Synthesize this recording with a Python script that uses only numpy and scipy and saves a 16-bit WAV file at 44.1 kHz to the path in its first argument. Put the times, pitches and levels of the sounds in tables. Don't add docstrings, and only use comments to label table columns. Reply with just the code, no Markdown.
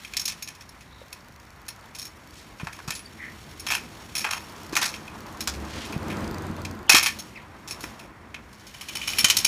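import sys
import numpy as np
from scipy import signal
from scipy.io import wavfile
from scipy.ndimage import uniform_filter1d

SR = 44100
rng = np.random.default_rng(int(sys.argv[2]) if len(sys.argv) > 2 else 0)


def to_wav(sig):
    pcm = np.clip(np.atleast_2d(sig), -1, 1) * 32767
    pcm = np.round(pcm).astype(np.int16)
    wavfile.write(sys.argv[1], SR, pcm.T)


N = 417627

# pitch_hz, width_hz, level_db
BAR_AND_FORK = [(4300, 200, -10), (5440, 110, 0), (6500, 80, -6), (9050, 120, -9), (10550, 200, -5),
                (12250, 120, -9), (13150, 150, -22), (14900, 150, -17)]


def undb(db):
    return 10 ** (np.asarray(db) / 20)


def unit(x):
    return x / np.sqrt(np.mean(x ** 2))


def band(x, lo_hz, hi_hz, order=2):
    return signal.sosfilt(signal.butter(order, [lo_hz, hi_hz], "bandpass", fs=SR, output="sos"), x)


def ring(x, modes):
    total = 0
    for hz, width_hz, db in modes:
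        resonance = signal.lfilter(*signal.iirpeak(hz, hz / width_hz, SR), x)
        total = total + undb(db) * resonance / np.sqrt(width_hz / 1000)
    return total


def walk(rate_hz):
    hold = int(SR / rate_hz)
    steps = np.repeat(rng.standard_normal(N // hold + 1), hold)
    smooth = uniform_filter1d(uniform_filter1d(steps, hold), hold)
    return 1.3 * smooth[:N]


def add(bus, s, sound):
    i = int(s * SR)
    bus[..., i:i + sound.shape[-1]] += sound[..., :N - i]


def town():
    # pitch_hz, density_db (per hertz, relative)
    spectrum = [(15, -52), (25, -25.5), (48, 0.5), (215, -10.5), (313, -16.5), (895, -26), (2170, -16.5),
                (2700, -61.5), (15500, -47)]
    at_hz, density_db = np.transpose(spectrum)
    out = 0
    for hz in 30 * 2 ** np.arange(0, 9.1, .5):
        db = np.interp(np.log(hz), np.log(at_hz), density_db) + 0.68 * walk(13)
        out = out + undb(db) * band(rng.standard_normal(N), hz / 1.208, hz * 1.213)
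    return unit(out) * undb(-50.5)


def hum():
    # time_s, pitch_hz, level_db
    course = [(5.3, 64.7, -60), (5.602, 71.4, -31), (5.848, 71.5, -56), (6.136, 91.2, -43),
              (6.499, 87, -36.5), (6.742, 89.5, -36), (6.85, 78, -50)]
    t = np.arange(N) / SR
    s, hz, db = np.transpose(course)
    wavering_hz = np.interp(t, s, hz) * (1 + 0.0212 * walk(15))
    phase = 2 * np.pi * np.cumsum(wavering_hz) / SR
    fade = np.clip(np.minimum(t - s[0], s[-1] - t) / 0.15, 0, 1)
    tones = np.sin(phase) + undb(-19) * np.sin(2 * phase)
    return fade * undb(np.interp(t, s, db)) * tones


def rolling():
    # time_s, rumble_db, tread_db, grit_db
    roll_levels = [(0.0, -61, -58, -50), (0.31, -54, -54.5, -49), (0.58, -66, -54.5, -57.5),
                   (1.42, -59.5, -54, -60), (3.64, -46.5, -52.5, -51), (4.45, -46.5, -48.5, -50),
                   (5.27, -42, -44.5, -53.5), (5.85, -37, -45, -51), (6.2, -30.5, -38.5, -78),
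                   (6.83, -40.5, -46.5, -76), (7.09, -45, -53, -44.5), (7.49, -50.5, -51.5, -62.5),
                   (7.89, -45.5, -47, -49), (8.09, -48, -51.5, -68.5), (8.57, -53.5, -55, -58),
                   (8.83, -56.5, -54, -49), (9.18, -42, -47, -34.5), (9.47, -44.5, -45, -38)]
    # pitch_hz, width_hz, level_db
    tyre_cavity = [(67.7, 46, -18), (89.3, 38, 4), (152.6, 9.2, -3), (206.6, 51, 4), (300.5, 32, -3)]
    s, *columns = np.transpose(roll_levels)
    rumble_db, tread_db, grit_db = (np.interp(np.arange(N) / SR, s, c) for c in columns)
    road = rng.standard_normal((3, N))
    rumble = unit(ring(road[0] * undb(1.5 * walk(25)), tyre_cavity))
    rough = road[1] * undb(1.5 * walk(30))
    tread = unit(band(rough, 572, 1564) + undb(-9.5) * ring(rough, [(1003, 160, 0.0082)]))
    crackle = road[2] * undb(2 * walk(200))
    grit = unit(band(crackle, 1800, 4500, order=1) + undb(-9) * ring(crackle, BAR_AND_FORK))
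    return rumble * undb(rumble_db) + tread * undb(tread_db) + grit * undb(grit_db)


def scuffs():
    # centre_s, length_s, level_db, pitch_hz, width_hz
    drags = [(.97, 0.16, -59, 3850, 600), (2.395, 0.13, -51.5, 3550, 6000),
             (2.97, 0.074, -43.5, 10100, 500), (3.247, 0.088, -37.5, 1940, 406),
             (4.835, 0.034, -22.5, 1960, 2550), (5.794, 0.2, -39.5, 2580, 3880),
             (7.39, 0.091, -48, 2318, 900), (6.895, 0.02, -29, 3020, 400)]
    t = np.arange(N) / SR
    grit = rng.standard_normal(N) * undb(3 * walk(200))
    out = 0
    for s, length_s, db, hz, width_hz in drags:
        mode = [(hz, width_hz, 0)]
        drag = ring(ring(grit, mode), mode)
        swell = np.exp(-(1.83 * (t - s) / length_s) ** 2)
        out = out + undb(db) * swell * unit(drag)
    return out


def squeaks():
    # start_s, length_s, level_db, first_hz, last_hz
    glides = [(2.822, .055, -62, 4950, 4900), (3.049, 0.018, -44.5, 4670, 4600),
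              (7.357, .028, -37, 2790, 1770)]
    out = np.zeros(N)
    for s, length_s, db, first_hz, last_hz in glides:
        x = np.linspace(0, 1, int(length_s * SR))
        phase = 2 * np.pi * np.cumsum(first_hz + (last_hz - first_hz) * x) / SR
        arch = np.sqrt(np.sin(np.pi * x).clip(0))
        add(out, s, undb(db) * arch * (np.sin(phase) + undb(-12) * np.sin(2 * phase)))
    return out * undb(4 * walk(250))


def thumps():
    # start_s, level_db, pitch_hz
    landings = [(1.016, -34, 530), (2.632, -18.5, 158), (2.88, -20, 146), (4.729, -19.5, 333),
                (5.963, -14, 153), (6.313, -19, 103.7), (6.5, -18, 198), (6.943, -13.5, 308),
                (7.839, -26.5, 315), (9.24, -21.5, 209)]
    out, t = np.zeros(N), np.arange(int(.1 * SR)) / SR
    for s, db, hz in landings:
        add(out, s, undb(db) * np.sin(2 * np.pi * hz * t) * np.exp(-t / 0.0047))
    return out


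def freewheel():
    # time_s, teeth_passed
    coasts = [
        [(1.06, 0), (1.128, 3), (1.17, 5), (1.4, 11), (1.505, 13), (1.617, 15), (1.762, 18), (1.86, 20)],
        [(2.274, 0), (2.342, 2), (2.415, 5)],
        [(3.914, 0), (4.016, 2), (4.106, 4)],
        [(4.469, 0), (4.524, 2), (4.602, 4), (4.665, 6), (4.726, 8)],
        [(5.206, 0), (5.326, 2), (5.373, 3), (5.475, 6), (5.602, 9), (5.7, 11), (5.818, 13), (5.978, 16),
         (6.083, 18), (6.17, 20), (6.244, 22), (6.345, 25), (6.422, 27), (6.513, 29), (6.618, 31), (6.712, 33),
         (6.791, 35), (6.868, 37)],
    ]
    # time_s, level_db
    tick_level = [(1.05, -50.5), (2.3, -48), (4.05, -60), (4.55, -42), (5.5, -42.5), (6.4, -39.5),
                  (6.87, -47)]
    # pitch_hz, width_hz, level_db
    hub = [(4700, 500, 0), (6200, 700, -3), (13500, 1500, -10)]
    snap_s, scatter_db = .0011, 2
    spells = []
    for s, teeth in map(np.transpose, coasts):
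        spells.append(np.interp(np.arange(teeth[-1] + 1), teeth, s))
    times = np.concatenate(spells)
    force, t = np.zeros(N), np.arange(400) / SR
    chance = rng.standard_normal((len(times), 401))
    levels_db = np.interp(times, *np.transpose(tick_level)) + scatter_db * chance[:, 0]
    for s, db, grain in zip(times, levels_db, np.sign(chance[:, 1:])):
        add(force, s, undb(db) * grain * np.exp(-t / snap_s))
    snap = band(force, 3500, 18000)
    return undb(-1) * snap + undb(12) * ring(snap, hub)


def knocks():
    # start_s, level_db, then thud_db, deck_db, metal_db relative to it, rattle_t60_s
    strikes = [(0.0481, -31, -7, 3, -0.5, 0.033), (0.1361, -25.5, -2, 0, -4, 0.05),
               (0.168, -8.5, -20, -13.5, -4, 0.044), (0.196, -19, -11, -16, 0.5, 0.1),
               (0.254, -18.5, -27, -18, 2, 0.11), (0.2788, -16, -10, -16, -14, 0.1),
               (0.2914, -32, -26, -7, -4, 0.13), (0.3205, -28, -18, -6, 0, 0.043),
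               (0.424, -26, -23, -9, 5, 0.078), (0.475, -27, -16, -6.5, -4, 0.1),
               (0.55, -37.5, -3, -12, -1, 0.073), (0.609, -32.5, -12, -8, -5, 0.075),
               (0.691, -38, -11, -24, 5.5, 0.039), (0.8081, -35.5, -3, -7.5, -4, 0.07),
               (1.128, -24.5, -18, -9, 1, 0.039), (1.6826, -28.5, -3, -8, 5.5, 0.096),
               (1.9487, -29, -12, -11, -6, 0.19), (1.985, -29.5, -19, -22, 2.5, 0.14),
               (2.016, -31.5, -16, -13, 4, 0.18), (2.0526, -30.5, -14, -10, 5, 0.057),
               (2.598, -36, 12.5, 2, -3, 0.14), (2.643, -41, 0, -7, 0, 0.1),
               (2.6698, -33, 17, -4, -6, 0.065), (2.7267, -37.5, -7, -5, -1, 0.22),
               (2.7897, -34, 14.5, -7, -8, 0.056), (2.8772, -22.5, 3, -11, -8, 0.12),
               (2.9055, -13.5, -5, -12.5, -5.5, 0.033), (2.9188, -26.5, -8, -1, -6, 0.078),
               (2.9512, -23.5, -15, -20, -10, 0.11), (2.993, -39, -9, -1, -10, 0.043),
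               (3.5964, -31, -19, -11, 5, 0.086), (3.6662, -20.5, 0.5, -2, 2, 0.23),
               (3.7028, -19.5, 0, -2.5, -4.5, 0.28), (3.7502, -26, 5, -3, 3, 0.089),
               (4.152, -19, -6, -9, 1, 0.26), (4.1797, -26.5, -23, -10, 0, 0.13),
               (4.2429, -22.5, 13.5, 1.5, -7, 0.17), (4.3084, -24, 4.5, -3, 1, 0.3),
               (4.725, -30, 2, -8, -10, 0.3), (4.7533, -13, 0, -11, -9, 0.045),
               (4.765, -11.5, 3, -5.5, -3, 0.11), (4.8146, -14, -6.5, -12, -4.5, 0.29),
               (4.9398, -29.5, -1, 1.5, -5, 0.11), (5.0779, -36, -7, 2.5, -9, 0.036),
               (5.4061, -17, -10, -13.5, 0, 0.087), (5.4738, -9.5, -4, -22, -12, 0.098),
               (5.5384, -28, -19, -6, -6, 0.084), (5.8514, -32.5, -23, -8, -2, 0.14),
               (5.9267, -34.5, 8, 0, -3, 0.14), (6.1005, -32.5, -4, 6, -2, 0.13),
               (6.6496, -22, -9, -6.5, -18, 0.06), (6.8946, 2, -0.5, -7, -2.5, 0.096),
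               (6.9203, -11.5, -8, -4, -7, 0.3), (6.9468, -1, -1.5, -7.5, -5.5, 0.11),
               (6.966, -11, -5, -6, -3, 0.11), (7.028, -14.5, -2.5, -7, 2, 0.18),
               (7.0604, -8.5, -4, -2, -3.5, 0.089), (7.0791, -21.5, -15, -3, -6, 0.035),
               (7.188, -27.5, -14, -16, 3, 0.12), (7.676, -28, -11, -11, -2, 0.2),
               (7.709, -22, -10, -9, 1, 0.087), (7.8067, -31, -6, -13, 1, 0.2),
               (7.837, -34.5, 10, -3, -7, 0.089), (7.9926, -38, -15, -3, -1, 0.24),
               (8.3432, -35, 8, 8.5, -7, 0.076), (8.528, -39, -7, -17, -3, 0.1),
               (8.5964, -42.5, -8, -7, -7, 0.21), (8.6674, -34.5, -8, -9, -3, 0.12),
               (8.74, -37, 1, -1.5, -2, 0.15), (8.8102, -27.5, -3.5, -1.5, 0, 0.11),
               (8.8854, -26.5, -4, 1.5, -2, 0.086), (8.953, -20.5, -6.5, -4, -1.5, 0.12),
               (9.0146, -28, -15, 5, -5, 0.11), (9.0748, -19.5, -2.5, -0.5, 2.5, 0.13),
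               (9.134, -25.5, -25, 4.5, -1, 0.059), (9.1845, -11.5, -8, -1, 5, 0.1),
               (9.2436, -0.5, -10, -6, -6, 0.062), (9.284, -11, -20, -18, -6, 0.12),
               (9.3003, -2.5, -12, -4.5, -4.5, 0.071), (9.368, -6, -19, -11.5, -1, 0.11),
               (9.4462, -5, -13, -9, -1, 0.064)]
    # pitch_hz, width_hz, level_db
    decks = [
        [(1780, 60, -3), (2200, 200, -4), (2400, 80, -5), (2520, 100, 0), (3170, 100, -8)],
        [(2410, 200, -3), (3010, 100, 0)],
    ]
    # pitch_hz, width_hz, level_db
    stone = [(1066, 620, -2)]
    blow_s, rise_s = .003, .0017
    treble_db = -14.5
    second_scooter_s = 8.4
    t = np.arange(int(.3 * SR)) / SR
    grain = rng.standard_normal((5, N))
    chatter = undb(3.8 * walk(450))
    blow, settle = np.zeros((5, N)), np.zeros((5, N))
    for s, db, thud_db, deck_db, metal_db, t60_s in strikes:
        shares = undb(db + np.array([thud_db, deck_db, 0, treble_db, metal_db]))[:, None]
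        add(blow, s, shares * np.exp(-t / blow_s))
        decay = np.exp(-np.log(1000) * (t / t60_s) ** 1.1)
        add(settle, s, shares * (1 - np.exp(-t / rise_s)) * decay)
    force = undb(-0.5) * (undb(2) * np.sign(grain) * blow + grain * chatter * settle)
    edges_hz = [(750, 1900), (1900, 3500), (3500, 7000), (7500, 14000)]
    crack = [band(row, *edge) for row, edge in zip(force, edges_hz)]
    second = np.arange(N) > second_scooter_s * SR
    deck = ring(crack[1] * ~second, decks[0]) + undb(0.5) * ring(crack[1] * second, decks[1])
    metal = undb(-3) * ring(force[4], BAR_AND_FORK)
    hollow = undb(-10) * ring(crack[0], stone)
    return undb(-6) * sum(crack) + deck + metal + hollow


def scene():
    near = knocks() + freewheel() + thumps() + scuffs() + squeaks()
    echo_t60_s, echo_db, first_return_s = 0.17, -15.5, .012
    t = np.arange(int(.7 * SR)) / SR
    fronts = band(rng.standard_normal(len(t)), 300, 5900, order=1)
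    fronts = fronts * np.exp(-np.log(1000) * t / echo_t60_s) * (t > first_return_s)
    echo = signal.fftconvolve(near, fronts / np.linalg.norm(fronts))[:N]
    return (near + undb(echo_db) * echo + rolling() + hum() + town())[None]


def record(dry):
    limit, mic_top_hz, top_hz = .72, 15200, 16450
    bass_cut = signal.sosfilt(signal.butter(2, 45, "highpass", fs=SR, output="sos"), dry)
    rounded = limit * np.tanh(bass_cut / limit)
    shelf = signal.sosfilt(signal.ellip(6, .2, 36, mic_top_hz, fs=SR, output="sos"), rounded)
    return signal.sosfilt(signal.ellip(10, .2, 80, top_hz, fs=SR, output="sos"), shelf)


dry = scene()
out = record(dry)
to_wav(out)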